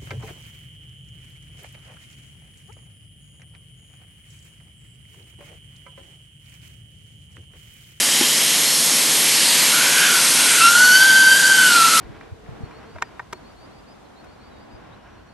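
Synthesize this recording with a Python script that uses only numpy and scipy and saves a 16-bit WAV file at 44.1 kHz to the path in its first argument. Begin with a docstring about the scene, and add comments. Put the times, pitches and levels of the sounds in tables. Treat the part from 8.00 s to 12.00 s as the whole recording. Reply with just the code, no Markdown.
"""A close, steady hiss over humming motors: a hot-air seam welder blows between two sheets of coated fabric.
The sheet thumps once, early on. Turbulence in the jet excites the air pocket between the sheets; as the
pocket narrows it sings breathily, then the jet locks to its resonance in a whistle that rises and sinks.
An automatic gain control lowers the level under the whistle."""
import sys
import numpy as np
from scipy import signal
from scipy.fft import rfft, irfft
from scipy.io import wavfile
from scipy.ndimage import uniform_filter1d, map_coordinates

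SR = 44100
rng = np.random.default_rng(int(sys.argv[2]) if len(sys.argv) > 2 else 0)


def unload_audio(sound):
    """Save the sound as a 16-bit wav file, at the path given as the first command line argument."""
    columns = np.transpose(np.atleast_2d(sound))
    # keep every value between -1 and 1, then stretch to whole-number steps
    steps = np.round(np.clip(columns, -1, 1) * 32767)
    wavfile.write(sys.argv[1], SR, steps.astype(np.int16))


N = 176400

# course of the whistle's fundamental (time [s], frequency [Hz], level [dB])
WHISTLE_COURSE = [(2.58,1322,-45),(2.615,1331,-14),(2.66,1373,-11),(2.735,1404,-16),(2.77,1438,-11.5),(2.82,1488,-8.5),(2.91,1480,-11),(2.97,1525,-12),(3.07,1553,-10),(3.2,1557,-11),(3.31,1548,-9.5),(3.39,1578,-19.5),(3.44,1556,-14.5),(3.52,1547,-14),(3.64,1517,-14.5),(3.7,1445,-18),(3.77,1370,-14.5),(3.87,1328,-13.5),(3.91,1310,-24.5),(3.96,1324,-14.5),(4,1300,-23)]
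HOLLOW_HZ, HOLLOW_WIDTH_HZ = 941, 122  # hollow band that follows the whistle's level
TOP_HZ = 12080


def undb(db):
    """Decibels to amplitude ratio."""
    return 10 ** (np.asarray(db) / 20)


def unit(x):
    """Normalisation to rms 1."""
    return x / np.sqrt(np.mean(np.abs(x) ** 2))


def curve(table, column=1):
    """Linear interpolation of one table column over time."""
    rows = np.array(table, float)
    return np.interp(np.arange(N) / SR, rows[:, 0], rows[:, column])


def walk(rate_hz):
    """Low-pass noise: a smooth random fluctuation of rms 1."""
    f = np.fft.rfftfreq(N, 1 / SR)
    return unit(irfft(rfft(rng.standard_normal(N)) * np.exp(-2 * (f / rate_hz) ** 2), N))


def coloured(spectrum):
    """Spectral shaping of white noise to (frequency [Hz], relative density [dB]) points, at rms 1."""
    hz, db = np.array(spectrum, float).T
    f = np.fft.rfftfreq(N, 1 / SR)
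    shape = undb(np.interp(np.log(f + 1), np.log(hz), db))
    return unit(irfft(rfft(rng.standard_normal(N)) * shape, N))


def phase_of(hz):
    """Phase as the time integral of frequency."""
    return 2 * np.pi * np.cumsum(hz * np.ones(N)) / SR


def resonance(hz, width_hz):
    """Random excitation of a resonator: narrow-band noise about a centre that may move."""
    f = np.fft.fftfreq(N, 1 / SR)
    shape = (1 + (f / width_hz) ** 2 / 2) ** -2
    envelope = np.fft.ifft((rng.standard_normal(N) + 1j * rng.standard_normal(N)) * shape)
    return unit(np.real(envelope * np.exp(1j * phase_of(hz))))


def side_noise():
    """Faint two-band noise in antiphase between the channels, with a hollow band that grows with the whistle."""
    # spectrum of the side signal (frequency [Hz], relative density [dB])
    side_spectrum = [(150,-45),(500,-27),(800,9.5),(1400,7),(2200,-42),(3200,-39),(3900,17.5),(5000,16.5),(6500,-33),(12000,-31)]
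    side_band = undb(curve(WHISTLE_COURSE, column=2) - 27) * resonance(HOLLOW_HZ, 2 * HOLLOW_WIDTH_HZ)
    side = undb(-39) * coloured(side_spectrum) + side_band
    return side * np.array([[1], [-1]])


def motors():
    """Rotating machinery: the drive's wavering line spectrum over the blower's broadband rumble."""
    # tones of the drive (frequency [Hz], level [dB])
    drive_tones = [(149.5,-48.5),(162,-50.5),(233,-46.5),(249,-48.5),(275,-50),(423.5,-50.5),(461,-48),(528,-46.5),(586,-49.5),(635,-55)]
    # rumble of the blower (frequency [Hz], relative density [dB])
    blower_spectrum = [(25,-40),(80,-38),(115,-11),(145,-4.5),(200,1),(260,1.5),(330,2.5),(420,-5),(700,-2),(1200,-8.5),(3000,-17)]
    waver_db, drift = 1, 0.00286
    hum = 0
    for hz, db in drive_tones:
        amplitude = np.sqrt(2) * undb(db + waver_db * walk(15))
        hum += amplitude * np.sin(phase_of(hz * (1 + drift * walk(6.3))))
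    return hum + undb(-33) * coloured(blower_spectrum)


def sheet_thump():
    """Damped free vibration: the heavy sheet flexes once and its modes die away in a dull knock."""
    # modes of the sheet (frequency [Hz], level [dB], decay time T60 [s])
    modes = [(255,-18.5,.06),(345,-18.5,0.074),(407,-27,0.036),(840,-22,0.045)]
    start_s, rise_s = .206, 0.00734
    age = np.maximum(np.arange(N) / SR - start_s, 0)
    push = np.minimum(age / rise_s, 1)
    free_s = np.maximum(age - rise_s, 0)
    return push * sum(undb(db - 60 * free_s / t60) * np.sin(2 * np.pi * hz * (age - rise_s))
                      for hz, db, t60 in modes)


def flicker(x, depth_db, rate_hz, bands=12):
    """Amplitude modulation: each band swells and fades on its own as the sheet moves."""
    place = np.clip(np.fft.rfftfreq(N, 1 / SR) / TOP_HZ, 0, 1) * (bands - 1)
    spectrum = rfft(x)
    parts = (irfft(spectrum * np.maximum(1 - abs(place - k), 0), N) for k in range(bands))
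    return sum(part * undb(depth_db * walk(rate_hz)) for part in parts)


def sheet_reflection(x):
    """Comb filtering: the direct sound interferes with its reflection from the moving, glossy sheet."""
    extra_path_m = 0.323 * (1 + 0.035 * walk(3))
    delay_s = extra_path_m / 343
    reflected = map_coordinates(x, [np.arange(N) - delay_s * SR], mode="mirror")
    return x + undb(-17.5) * reflected


def jet():
    """Turbulent flow noise: the nozzle's hiss and resonances, and the rush of air over the sheet."""
    # hiss of the jet (frequency [Hz], relative density [dB])
    hiss_spectrum = [(70,-42),(250,-17.5),(600,-11.5),(1000,-6),(1400,-6),(2000,1),(2600,-8.5),(3100,3),(3600,3.5),(4250,1),(5200,3),(5800,3.5),(7200,2),(8800,3.5),(10500,1.5),(12000,0.5)]
    # resonances of nozzle and gap (frequency [Hz], width [Hz], level [dB])
    nozzle_modes = [(3052,400,-32),(4204,250,-34.5),(5400,560,-34.5),(6590,420,-32.5),(11300,110,-31)]
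    # slow swell of the hiss and its resonances (time [s], gain [dB])
    hiss_gain = [(0,-2),(.5,-1.3),(1.2,-0.6),(1.5,-0.5),(1.75,-0.5),(2.55,-0.5),(2.9,0),(3.2,-1.5),(3.7,-0.9),(4,-1)]
    # colour of the rush (frequency [Hz], relative density [dB])
    rush_spectrum = [(70,-28),(250,-11),(500,-6),(720,-10),(980,-3),(1200,-7.5),(1700,2),(1950,-4),(2150,2),(2500,4),(2780,4.5),(3050,-7.5),(3600,-1),(4100,1),(4400,-14),(4700,6),(5300,-27),(7000,-4),(12000,-15.5)]
    # strength of the rush (time [s], level [dB])
    rush_level = [(0,-25.5),(.75,-28),(1.2,-24),(1.5,-23),(1.75,-21),(2.1,-21),(2.35,-20.5),(2.62,-19),(2.75,-27),(3.05,-26),(3.5,-29.5),(3.75,-20.5),(4,-25.5)]
    hiss = undb(-14.5) * coloured(hiss_spectrum)
    ringing = sum(undb(db) * resonance(hz, width) for hz, width, db in nozzle_modes)
    rush = coloured(rush_spectrum) * undb(curve(rush_level))
    return flicker((hiss + ringing) * undb(curve(hiss_gain)) + rush, depth_db=0.99, rate_hz=8.2)


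def gap_flares():
    """Transient resonance: a breathy band swells and fades as the gap passes a size that rings."""
    # flares (peak time [s], duration [s], frequency [Hz], width [Hz], peak level [dB])
    flares = [(.2,0.5,3130,200,-27.5),(.25,1,5370,350,-29.5),(0.654,.3,4280,200,-30),(1.486,0.39,4544,800,-22.5),(1.515,0.32,8600,700,-27),(1.95,0.54,2360,350,-28.5),(2.05,0.29,3060,300,-27),(2.42,0.86,6120,250,-30),(2.464,0.69,8980,1400,-23),(2.617,0.064,2960,910,-24.5),(3.674,0.12,2930,150,-23.5),(3.802,0.51,4240,298.7,-29.5)]
    sound = 0
    for peak_s, length_s, hz, width_hz, db in flares:
        place = np.clip((np.arange(N) / SR - peak_s) / length_s, -.5, .5)
        swell = np.sqrt(np.abs(np.cos(np.pi * place)))
        sound += undb(db) * swell * resonance(hz, width_hz)
    return sound


def pocket_note():
    """Cavity resonance: the air pocket between the sheets sings breathily in its first three modes."""
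    # course of the lowest mode (time [s], frequency [Hz], level [dB])
    lowest_mode = [(1.69,1410,-50),(1.735,1425,-20.5),(1.82,1497,-26.5),(1.9,1535,-27.5),(2.03,1547,-19),(2.18,1442,-23.5),(2.28,1478,-32.5),(2.5,1484,-25.5),(2.62,1420,-21),(2.8,1471,-22.5),(3.25,1586,-27),(3.45,1567,-21.5),(3.65,1503,-19.5),(3.82,1370,-23),(4,1353,-19.5)]
    hz, width_hz, modes_db = curve(lowest_mode), 124, (0, -14, -17)
    note = sum(undb(db) * resonance(k * hz, k * width_hz) for k, db in enumerate(modes_db, 1))
    return note * undb(curve(lowest_mode, column=2))


def whistle_breath():
    """Turbulence that follows the whistle: a hollow rush below it, a rasp round its third harmonic."""
    hollow = undb(-24) * resonance(HOLLOW_HZ, HOLLOW_WIDTH_HZ)
    rasp = undb(-17.5) * resonance(3 * curve(WHISTLE_COURSE), width_hz=190)
    return (hollow + rasp) * undb(curve(WHISTLE_COURSE, column=2))


def whistle():
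    """Self-sustained oscillation: the jet locks to the pocket in one unsteady tone with harmonics."""
    # harmonics relative to the fundamental (time [s], second [dB], third [dB], fourth [dB])
    harmonics = [(2.62,-7.5,-45,-11),(2.8,-23,-20,-24),(2.97,-9.5,-6,-13),(3.08,-16,-17.5,-36),(3.45,-12,-11,-30),(3.68,-13,-26,-30),(3.8,-21,-30,-32)]
    flutter_db, harmonic_flutter_db, flutter_hz = 1.38, 3, 65
    jitter_hz = 16.2 * walk(rate_hz=490)
    wander_hz = 5.96 * walk(rate_hz=35.3)
    phase = phase_of(curve(WHISTLE_COURSE) + jitter_hz + wander_hz)
    tone = np.sin(phase)
    for k in (2, 3, 4):
        harmonic_db = curve(harmonics, column=k - 1) + harmonic_flutter_db * walk(flutter_hz)
        tone += undb(harmonic_db) * np.sin(k * phase)
    sounding = np.arange(N) / SR > WHISTLE_COURSE[0][0]
    level_db = curve(WHISTLE_COURSE, column=2) + flutter_db * walk(flutter_hz)
    return np.sqrt(2) * tone * sounding * undb(level_db)


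def scene():
    """Superposition: the sources sit in the centre, with faint noise in antiphase between the channels."""
    airflow = sheet_reflection(jet()) + gap_flares() + pocket_note() + whistle() + whistle_breath()
    return side_noise() + motors() + sheet_thump() + airflow


def record(dry):
    """Dynamic compression by a gain control, then full-scale clipping and a steep low-pass filter."""
    threshold_db, ratio, window_s = -12, 1.44, 0.14
    power = uniform_filter1d(np.mean(dry ** 2, axis=0), int(window_s * SR))
    gain = np.minimum(undb(threshold_db) / np.sqrt(power), 1) ** (1 - 1 / ratio)
    lowpass = signal.ellip(16, .1, 95, TOP_HZ, fs=SR, output="sos")
    return signal.sosfilt(lowpass, np.clip(dry * gain, -1, 1))


dry = scene()
out = record(dry)
unload_audio(out)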